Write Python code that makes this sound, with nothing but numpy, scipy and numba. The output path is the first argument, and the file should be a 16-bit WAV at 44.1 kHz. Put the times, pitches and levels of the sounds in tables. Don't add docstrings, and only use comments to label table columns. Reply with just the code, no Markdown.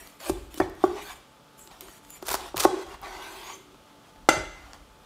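import sys
import numpy as np
from scipy import signal
from scipy.fft import rfft, irfft, next_fast_len
from scipy.io import wavfile
from scipy.ndimage import uniform_filter1d
from numba import njit

SR = 44100
rng = np.random.default_rng(int(sys.argv[2]) if len(sys.argv) > 2 else 0)


def transcribe(signal):
    frames = np.atleast_2d(signal).T
    limited = np.clip(frames, -1, 1)
    pcm = np.round(limited * 32767).astype(np.int16)
    wavfile.write(sys.argv[1], SR, pcm)


def to_linear_factor(level_db):
    exponent = np.asarray(level_db, float) / 20
    return 10 ** exponent


N = 223066

# start_s, length_s, start_db, end_db, depth (-1 edge skims the crust, 1 blade deep in the meat)
STROKES = [(0, 0.17, -48.5, -63, -0.094), (.202, 0.088, -48.5, -41, -0.12), (.31, 0.17, -51, -66, -0.0013),
           (0.511, 0.053, -58, -50, -0.14), (0.629, 0.069, -45.5, -72, 1), (.76, 0.093, -67.5, -47, 0.31),
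           (0.868, .14, -55, -48.5, 0.77), (1.02, 0.11, -47, -47.5, 0.13), (1.16, 0.055, -60, -78, -0.7),
           (1.58, 0.093, -66, -69, -1.4), (1.712, 0.11, -54, -61.5, 0.48), (1.82, 0.16, -54, -56.5, -0.18),
           (2.03, 0.14, -67, -52.5, -0.52), (2.36, .13, -47.5, -49, 0.38), (2.7, 0.13, -57.5, -47, 0.99),
           (2.862, 0.084, -54, -48.5, 1.0), (3.03, .185, -48.5, -48, .85), (3.225, .31, -47, -48.5, .4),
           (3.55, .09, -57, -70, -.1), (3.87, .05, -67, -70, 1), (4.04, 0.056, -68, -62, 0.43),
           (4.555, 0.16, -63, -59.5, 0.87), (4.744, 0.044, -53.5, -68, 0.94), (5.0, .06, -74, -61, 0.57)]
# start_s, length_s, start_db, end_db
DRAGS = [(0, 0.1, -53, -73), (.21, 0.084, -64, -42), (.31, 0.1, -45, -65), (1.66, 0.064, -67, -63),
         (1.82, 0.072, -51.5, -52.5), (2.38, 0.082, -50, -51), (2.7, 0.1, -30, -41),
         (2.84, 0.098, -51.5, -54), (3.04, 0.55, -50, -56), (3.54, 0.22, -63, -62), (4.74, 0.031, -60, -63)]
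# pitch_hz, width_hz, level_db
BLADE_MODES = [(822, 52, -3.5), (1106, 730, 2), (1500, 53, 7.5), (1886, 290, 4), (2220, 120, -4),
               (3210, 70, -1.5), (3460, 25, -2), (4400, 78, -13), (5900, 110, -10.5)]
# time_s, pitch_factor
FREE_BLADE = [(0, 0.86), (.2, 0.71), (.3, 0.67), (.85, 1), (1.15, 1.03), (2.4, 0.79), (2.7, 1.15),
              (2.95, 0.9), (3.03, 0.97), (3.3, 1.08), (3.55, 1.08), (5.06, 0.89)]
# start_s, length_s, start_hz, end_hz, level_db
SINGING = [(3.022, .07, 820, 740, -46.5), (3.035, .055, 1100, 1160, -47), (3.26, .05, 1540, 1550, -51),
           (3.155, .025, 2060, 2050, -51), (3.03, .07, 2300, 2250, -55), (2.665, .06, 3400, 3350, -51),
           (2.75, .1, 3350, 3300, -56), (2.67, .09, 800, 800, -44), (2.67, .1, 1100, 1080, -46),
           (2.67, .08, 1550, 1500, -50), (.268, .028, 620, 600, -41), (.21, .03, 600, 600, -48),
           (.268, .02, 2400, 2500, -46), (.292, .008, 8500, 8800, -44), (.27, .015, 8000, 8000, -49),
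           (.61, .008, 2500, 2600, -35), (.61, .012, 1900, 1800, -36), (.622, .012, 2200, 2300, -42),
           (.849, .012, 1150, 1150, -27), (3.1, .12, 740, 850, -52), (3.2, .14, 900, 1010, -53),
           (3.3, .09, 860, 900, -52), (3.39, .15, 940, 1110, -53), (3.2, .12, 1560, 1520, -54),
           (3.03, .17, 2020, 2050, -56), (3.05, .07, 1850, 1840, -57), (3.14, .16, 3350, 3850, -58),
           (3.2, .11, 2600, 2700, -58), (3.39, .06, 3080, 3100, -57), (3.5, .05, 3100, 3100, -56),
           (3.46, .07, 2250, 2100, -55), (3.33, .11, 4280, 4500, -60), (3.35, .06, 1500, 1540, -57),
           (1.0, .06, 3750, 3750, -57), (1.07, .05, 3550, 3550, -55), (1.09, .05, 2330, 2300, -55),
           (.96, .09, 2600, 2650, -59), (1.03, .09, 1500, 1560, -55), (1.04, .06, 4450, 4400, -59),
           (2.87, .09, 1050, 1150, -53)]
# start_s, length_s, pitch_hz, level_db
ZINGS = [(1.591, 0.091, 7660, -56), (1.585, 0.048, 8750, -63), (1.615, .04, 9100, -72),
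         (2.575, 0.0088, 8050, -42), (2.599, 0.017, 8160, -33.5), (.601, 0.01, 2560, -38),
         (.602, 0.014, 1764, -39.5), (.615, 0.017, 2380, -48), (.616, 0.01, 3400, -44),
         (.858, 0.028, 1500, -45.5), (2.095, 0.085, 7090, -50.5), (2.116, .05, 7700, -67),
         (2.14, .04, 9400, -63), (2.097, 0.051, 11100, -59), (3.438, 0.087, 6600, -51),
         (3.474, 0.077, 6870, -53), (3.522, 0.045, 6270, -51.5), (3.526, 0.027, 7260, -53)]
# start_s, peak_db, low_crunch_db, # top_db (last two relative to the peak)
CRACKS = [(0.0732, -36, 0, 6), (.2034, -33, 0, -8), (.2691, -34, 7, -5), (0.2885, -34, -10, 4),
               (.297, -26, 7, -4), (0.543, -29, -8, 7), (0.5755, -31, -5, 2), (0.6015, -25, 16, -10),
               (0.841, -26.5, 9.5, -8), (1.593, -42, -12, 10), (1.6747, -32, -7, -7), (1.7142, -38, 2, -17),
               (1.8086, -26.5, -10, 8.5), (1.815, -35.5, -2, -24), (1.884, -39, 8, -9), (2.0496, -39.5, -3, -15),
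               (2.1047, -35, -26, 12.5), (2.226, -29.5, 2.5, 2), (2.409, -29, -5, -7), (3.0155, -47, -10, 18),
               (3.0205, -47, 12, -12), (3.745, -45.5, 8, -10), (4.038, -53, -15, -18), (4.0837, -53, -6, -17),
               (4.16, -44, 1, -7), (4.7333, -27.5, -2, -14), (0.523, -46, -12, -6), (0.6976, -38, -6, 5),
               (.752, -44, -14, 5),
               (2.2612, -33, 0, 0), (2.2704, -25, -12, 6), (2.2724, -27, -8, 0), (2.2788, -33, 0, 2),
          (2.2842, -22, 4, -2), (2.2905, -16, -3, 6), (2.2925, -24, -3, 0), (2.3025, -21, -4, 2),
          (2.304, -20, -3, 0), (2.3062, -19, 0, 0), (2.3138, -19, 0, 6), (2.3187, -21, 3, 5),
          (2.3265, -23, -8, 6), (2.33, -16, -15, 4), (2.336, -30, 0, 0), (2.3418, -22, -2, 6),
          (2.3432, -18, -8, 6), (2.3502, -19, -7, 6), (2.3525, -26, -5, -3), (2.562, -27, -8, -2),
          (2.565, -27, -6, -2), (2.5697, -15, -8, 6), (2.5787, -14, -7, 5), (2.581, -24, 2, -5),
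          (2.585, -27, 8, -6), (2.588, -30, 10, -6), (2.5972, -21, -10, 2), (2.5988, -13, -8, 0),
          (2.6027, -12, -6, 0), (2.6042, -14, -6, 2), (2.6056, -15, -8, 2), (2.6071, -14, -10, 2),
          (2.613, -21, 0, -2), (2.618, -23, -3, 3), (2.6244, -18, -4, -5), (2.63, -26, 4, -4),
          (2.6368, -14, -4, -10), (2.641, -18, 2, 0), (2.6425, -22, 0, 5), (2.6445, -21, 4, 0),
          (2.6095, -20, -6, 4), (2.6155, -23, -4, 4), (2.621, -25, -4, 4), (2.633, -26, -2, 3),
          (2.648, -17, 4, 0), (2.6515, -14, 0, -6)]
# start_s, length_s, start_db, end_db, low_crunch_db (relative)
CRUNCHES = [
    (0.235, 0.064, -60, -33.5, -9),
    (0.577, 0.04, -44, -44, -8),
    (2.23, 0.023, -54, -57, 5),
    (2.259, 0.016, -43, -43, -3),
    (2.286, 0.029, -33.5, -34.5, -0.5),
    (2.324, 0.03, -32, -35, 1),
    (2.566, 0.022, -35, -45.5, 3),
    (2.604, 0.03, -24, -53, -8.5),
    (2.63, 0.023, -32, -33, 0),
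]
# start_s, peak_db, contact_ms, higher_modes_db, pitch_factor
KNOCKS = [(0.296, -11, 0.55, -6, 0.97), (0.2992, -24.5, 0.97, -16, 1.14), (0.543, -33.5, 0.87, -14, 0.89),
          (.5748, -27.5, 0.63, -10, 0.89), (0.6, -10.5, 0.76, -5.5, 0.95), (0.6031, -16.5, 0.45, 2, 1.0),
          (0.6135, -24.5, 0.9, 11.5, 1.05), (0.8387, -5.5, 0.82, 0, 1.04), (0.8414, -17, 0.74, 5.5, 1.02),
          (2.2261, -27.5, 1, -4, 1.04), (2.315, -36.5, 0.21, 8, 1.15), (2.318, -48, .3, 3, 0.76),
          (2.3427, -26.5, 0.18, 11, 1.15), (2.5435, -23, 0.77, 1.5, 1.02), (2.6495, -14, .6, 1, 1.0),
          (2.6516, -5.5, .6, 4, 1.0), (2.6543, -15, .5, 6, 1.0), (4.2879, -10.5, 0.24, 6.5, 0.96),
          (4.3131, -28, 0.34, 6, 0.56), (4.3165, -30, 0.48, -3, 0.82)]
# pitch_hz, level_db, t60_s
BOARD_LOW = [(359.2, 1.5, 0.056), (345.1, -17, 0.39), (393.3, -18.5, 0.42)]
# pitch_hz, level_db, t60_s
BOARD_MID = [(599, -2, 0.034), (757, 5.5, 0.012), (861, -10.5, 0.04)]
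# pitch_hz, level_db, t60_s
BOARD_UP = [(1085, -6.5, 0.044), (1200, -16, 0.059)]
# start_s, ring_db, slap_db
LANDINGS = [
    (4.2885, -10.5, -11),
    (4.2908, -3, -9.5),
    (4.302, -23, -36),
    (4.3170, -30, -33),
]
KNIFE_HZ = [590, 790, 1405, 2030, 2800, 3400, 3560, 4835, 5850, 6265, 7220, 7800, 8500, 9290, 10500]
# level_db, t60_s
KNIFE_RING = [(-30, 0.19), (1, 0.0074), (7, 0.027), (4, 0.032), (-14, 0.05), (-6, 0.023), (-13, 0.026),
              (-32, 0.046), (-4.5, 0.021), (-27, 0.072), (-10, 0.046), (-11, 0.029), (-14, 0.069),
              (-34, .1), (-29, 0.087)]
# pitch_hz, level_db, t60_s
LINGERING_STEEL = [(592, -30, .3), (624, -32, .45), (1340, -34, .6), (1404, -33, .45), (1997, -42, .4),
                   (2051, -40, .25), (2799, -43, .4), (3335, -41, .35), (3535, -41, .35), (4838, -38, .4),
                   (6262, -31, .26), (7222, -40, .3), (12920, -47, .15), (15530, -50, .12)]
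# pitch_hz, level_db
SHIVER_MODES = [(625, 5.5), (910, 4), (1340, 3), (1510, 1), (1650, -3), (1815, 0), (2055, -9), (2400, -7),
                (2740, 0), (3150, -3.5), (3330, -2), (3750, -3), (4480, -4), (4790, -4), (5400, -5),
                (6300, -2), (6660, -4), (9900, 0), (10900, 1), (11300, 1), (11700, 1), (12300, 1),
                (13000, 2), (14200, 0)]
# start_s, level_db
THUDS = [
    (0.298, -22.5),
    (0.6, -20),
    (0.841, -27.5),
    (2.3, -30),
    (2.556, -24.5),
    (2.654, -25),
    (4.288, -24),
    (4.36, -19.5),
]
# pitch_hz, level_db, t60_s
WORKTOP_MODES = [(59, -38, 0.37), (99.8, -12, 0.18), (157.6, -10, 0.14)]
# peak_s, level_db, rise_s, fall_db_per_s
PUSHES = [(0, -53, 0.026, 146), (.32, -37, 0.047, 80), (.62, -39, 0.032, 116), (.84, -44.5, 0.077, 95),
          (1.11, -59, .08, 124), (1.9, -63, 0.7, 116), (2.09, -64, .08, 150), (2.3, -52, 0.11, 42),
          (2.62, -48, 0.15, 130), (2.871, -49.5, 0.039, 24), (3.77, -75, 0.092, 42), (4.19, -55, 0.055, 60),
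          (4.4, -42.5, 0.11, 73), (4.62, -58, 0.09, 13)]
# band_hz, t60_s
ROOM_DECAY = [(150, 0.57), (400, 0.56), (1000, 0.48), (2500, 0.8), (6000, 0.56), (12000, 0.2)]
# frequency_hz, density_db (per Hz)
AIR = [(18, -73), (30, -43), (98, -3), (223, -1.5), (283, -5.5), (378, -6), (562, -4.5), (676, -6.5),
       (881, -10.5), (1240, -5.5), (1940, -17.5), (3380, -14), (3860, -17.5), (13700, -29), (16500, -32)]
# pitch_hz, level_db
FRIDGE_TONES = [(290.7, -67.5), (872, -67.5), (1200, -75.5)]


def level(x, db):
    return x * to_linear_factor(db) / np.sqrt(np.mean(x ** 2))


def band(x, lo_hz, hi_hz):
    sos = signal.butter(2, [lo_hz, min(hi_hz, .45 * SR)], "band", fs=SR, output="sos")
    return signal.sosfilt(sos, x)


def colour(x, hz, db):
    n = next_fast_len(len(x))
    f = np.maximum(np.fft.rfftfreq(n, 1 / SR), 1)
    gain = to_linear_factor(np.interp(np.log(f), np.log(hz), db))
    return irfft(rfft(x, n) * gain, n)[:len(x)]


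def walk(rate):
    hold = int(SR / rate)
    steps = np.repeat(rng.standard_normal(N // hold + 1), hold)
    return 0.94 * uniform_filter1d(steps, hold)[:N]


def ring(modes, pitch):
    hz, db, t60 = np.transpose(modes)
    t = np.arange(SR // 2)[:, None] / SR
    sines = np.exp(t * (2j * np.pi * hz * pitch - np.log(1000) / t60)).imag
    fade_out = np.minimum(10 - 20 * t[:, 0], 1)
    return sines @ to_linear_factor(db) * fade_out


def add(out, start_s, x):
    i = int(start_s * SR)
    out[i:i + len(x)] += x[:N - i]


def spans(rows, attack_s, release_s):
    t = np.arange(0, N + 32, 32) / SR
    curves = []
    for s, length, a, b in np.array(rows)[:, :4]:
        times = [s - attack_s, s, s + length, s + length + release_s]
        curves.append(np.interp(t, times, [a - 20, a, b, b - 20], -200, -200))
    return np.repeat(to_linear_factor(np.array(curves)), 32, axis=1)[:, :N]


@njit
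def svf(x, hz, width):
    y, b, l = np.empty(len(x)), 0., 0.
    for i in range(len(x)):
        g, k = np.tan(np.pi * hz[i] / SR), width / hz[i]
        v = (b + g * (x[i] - l)) / (1 + g * (g + k))
        b, l, y[i] = 2 * v - b, l + 2 * g * v, k * v
    return y


def rubbing():
    t = np.arange(N) / SR
    strokes = spans(STROKES, 0.013, 0.028)
    depth = np.array(STROKES)[:, 4]
    fizz_gain = to_linear_factor(-3.5 - 10 * depth) @ strokes
    body_gain = to_linear_factor(-1.6 + 9.5 * depth) @ strokes
    drag_gain = spans(DRAGS, 0.014, 0.03).sum(axis=0)
    slips = rng.standard_normal(N) * to_linear_factor(1.2 * walk(400))

    free = np.interp(t, *np.transpose(FREE_BLADE))
    blade = to_linear_factor(-8) * slips
    for hz, width_hz, db in BLADE_MODES:
        flicker = to_linear_factor(db + 13.0 + 3 * walk(24.96))
        moving_hz = hz * free ** ((800 / hz) ** 0.49)
        blade = blade + flicker * svf(slips, moving_hz, 1. 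* width_hz)

    streaks = level(flakes(slips, 1590, 6990, .07, 83.0, count=6), -7.0)
    grit = level(band(slips, 6000, 13500), -4)
    grit = grit + level(flakes(slips, 6500, 15000, .025, 70., count=8), -4.5)
    steel = strokes.sum(axis=0) * (level(band(blade, 2780, 10950), -2.4) + streaks)
    meat = body_gain * level(band(blade, 606, 1146), -1.46)
    board = drag_gain * level(band(slips, 329, 396.4), 0)
    return to_linear_factor(0.5) * (steel + fizz_gain * grit + meat + board)


def flakes(slips, lo_hz, hi_hz, hold_s, sharp, count):
    hold, out = int(hold_s * SR), 0
    creep = 1 + .008 * (np.arange(N + hold) % hold) / hold
    width_hz = np.sqrt(lo_hz * hi_hz) / sharp
    for shift in rng.integers(0, hold, count):
        pitches = lo_hz * (hi_hz / lo_hz) ** rng.random(N // hold + 2)
        hz = np.repeat(pitches, hold)[:N + hold] * creep
        out = out + svf(slips, hz[shift:shift + N], width_hz)
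    return out


def singing():
    out = np.zeros(N)
    noises = rng.standard_normal((len(SINGING), 12000))
    for (s, length, from_hz, to_hz, db), noise in zip(SINGING, noises):
        part = np.arange(len(noise)) / SR / length
        hz = from_hz + (to_hz - from_hz) * np.minimum(part, 1)
        tone = level(svf(svf(noise, hz, 120.), hz, 120.), db)
        swell = np.clip(np.minimum(5 * part, 4 * (1.3 - part)), 0, 1)
        add(out, s - .01, tone * swell)
    return out


def zings():
    out = np.zeros(N)
    noises = rng.standard_normal((len(ZINGS), 8000))
    for (s, length, hz, db), noise in zip(ZINGS, noises):
        t = np.arange(len(noise)) / SR
        envelope = np.minimum(t / 0.002, 1) * np.exp(-(t / length) ** 3)
        add(out, s, level(band(noise, hz - 60, hz + 60), db) * envelope)
    return out


def cracks():
    out, t = np.zeros(N), np.arange(1000) / SR
    s, db, low_db, top_db = np.transpose(CRACKS)[:, :, None]
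    t60 = np.maximum(0.01 + .001 * np.maximum(low_db, 0), .002)
    snap = 9.0 * (t == 0)
    spray = rng.laplace(size=(len(s), len(t))) * 1000. ** (-t / t60)
    burst = spray + snap
    parts = (band(burst, 2150, 7030),
             band(band(burst - snap, 335, 1450), 350, 1960),
             band(burst, 10160, 15100))
    mid, low, top = (p / np.abs(p).max(axis=1, keepdims=True) for p in parts)
    breaks = to_linear_factor(db - 1.0) * (mid + to_linear_factor(low_db - 5.0) * low + to_linear_factor(top_db - 5.0) * top)
    for start_s, crack in zip(s[:, 0], breaks):
        add(out, start_s, crack)
    return out


def crumble():
    press = spans(CRUNCHES, 0.015, 0.0073)
    chance = rng.random((N, 2)).T
    starts = (chance[0] < 6000 / SR) * to_linear_factor(-2.5 * np.log(chance[1] + .02))
    decay = signal.lfilter([1], [1, -np.exp(-1 / (0.0015 * SR))], starts)
    grains = rng.standard_normal(N) * decay * to_linear_factor(7.5 * walk(160))
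    low_gain = to_linear_factor(np.array(CRUNCHES)[:, 4]) @ press
    crisp = press.sum(axis=0) * level(band(grains, 2500, 12000), 0)
    return crisp + low_gain * level(band(grains, 830, 1500), 0)


def knocks():
    out = np.zeros(N)
    up_db_per_ms = 6
    for s, db, ms, mid_db, pitch in KNOCKS:
        push = np.hanning(int(max(ms, .1) * SR / 1000) + 3)
        wood = ring(BOARD_LOW, pitch) + to_linear_factor(mid_db) * ring(BOARD_MID, pitch)
        wood = wood + to_linear_factor(mid_db - 5.2 + up_db_per_ms * ms) * ring(BOARD_UP, pitch)
        add(out, s, to_linear_factor(db - 4.5) * np.convolve(wood, push / push.sum()))
    return band(band(out, 270, 2500), 180, 2500)


def knife_down():
    out, t = np.zeros(N), np.arange(SR // 2) / SR
    steel = band(ring(np.column_stack([KNIFE_HZ, KNIFE_RING]), 1), 400, 16000)
    for s, db, slap_db in LANDINGS:
        slap = band(rng.standard_normal(len(t)), 1050, 8100) * 1000. 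** (-t / 0.015)
        add(out, s, to_linear_factor(db - 10.5) * steel + to_linear_factor(slap_db) * slap)

    chatter = rng.standard_normal(len(t)) * to_linear_factor(2.2 * walk(77)[:len(t)]) * 1000. ** (-t / .4)
    woken_modes = [(hz, db, .06) for hz, db in SHIVER_MODES] + [(hz, -4, .045) for hz in KNIFE_HZ]
    woken = signal.fftconvolve(chatter, ring(woken_modes, 1))[:len(t)]
    shiver = colour(to_linear_factor(-1) * chatter + to_linear_factor(-28) * woken,
                    [200, 600, 1100, 1600, 3200, 7000, 12000, 15000],
                    [2, 15.0, 9, 15, 9.5, 10, -10, -12])
    main_s = LANDINGS[1][0]
    add(out, main_s, ring(LINGERING_STEEL, 1))
    add(out, main_s, to_linear_factor(-43) * shiver[:4 * len(t) // 5])
    return out


def thuds():
    out = np.zeros(N)
    rise = 1 - np.exp(-np.arange(SR // 2) / SR / 0.007)
    for s, db in THUDS:
        add(out, s, to_linear_factor(db) * rise * ring(WORKTOP_MODES, 0.99))
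    return out


def room(x):
    t = np.arange(SR) / SR
    tail = np.zeros(SR)
    for hz, t60 in ROOM_DECAY:
        noise = level(band(rng.standard_normal(SR), hz / 1.55, hz * 1.58), 0)
        tail += noise * np.sqrt(hz) * 1000. ** (-t / t60)
    tail = tail * (1 - np.exp(-(t / 0.0021) ** 2))
    return signal.fftconvolve(x, tail / np.sqrt(np.sum(tail ** 2)))[:N]


def kitchen():
    t = np.arange(N) / SR
    air = level(colour(rng.standard_normal(N), *np.transpose(AIR)), -55.5) * to_linear_factor(0.4 * walk(3.94))
    hum = np.zeros(N)
    for hz, db in FRIDGE_TONES:
        hum += to_linear_factor(db + 3 + 4 * walk(8)) * np.sin(2 * np.pi * hz * t + 1.5 * walk(6))
    shake = to_linear_factor(-81)
    for s, db, rise_s, fall_db_per_s in PUSHES:
        drop_db = np.where(t < s, 20 * (s - t) / rise_s, fall_db_per_s * (t - s))
        shake = shake + to_linear_factor(db - drop_db)
    rumble = level(band(rng.standard_normal(N), 32.6, 67.0), 0) * shake
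    return air + hum + rumble


def scene():
    body = rubbing() + singing() + zings()
    crust = cracks() + crumble()
    body = body + knocks() + thuds() + knife_down()
    mid = body + crust + to_linear_factor(-11.5) * room(body + to_linear_factor(-1) * crust) + kitchen()
    phase = np.exp(2j * np.pi * rng.random(257))
    scatter = colour(irfft(phase), [60, 300, 1000, 8000, 14000], [-11, -11, -6.5, 0.5, 7.5])
    knee = .3
    side = to_linear_factor(-26.5) * signal.fftconvolve(knee * np.tanh(mid / knee), scatter)[:N]
    return np.array([mid + side, mid - side])


def band_limit(x):
    return signal.sosfilt(signal.butter(12, 16990, fs=SR, output="sos"), x)


def record(dry):
    low_pass = signal.ellip(8, .3, 50, 15550, fs=SR, output="sos")
    mix = np.clip(signal.sosfilt(low_pass, dry), -1, 1)
    return band_limit(mix)


dry = scene()
out = record(dry)
transcribe(out)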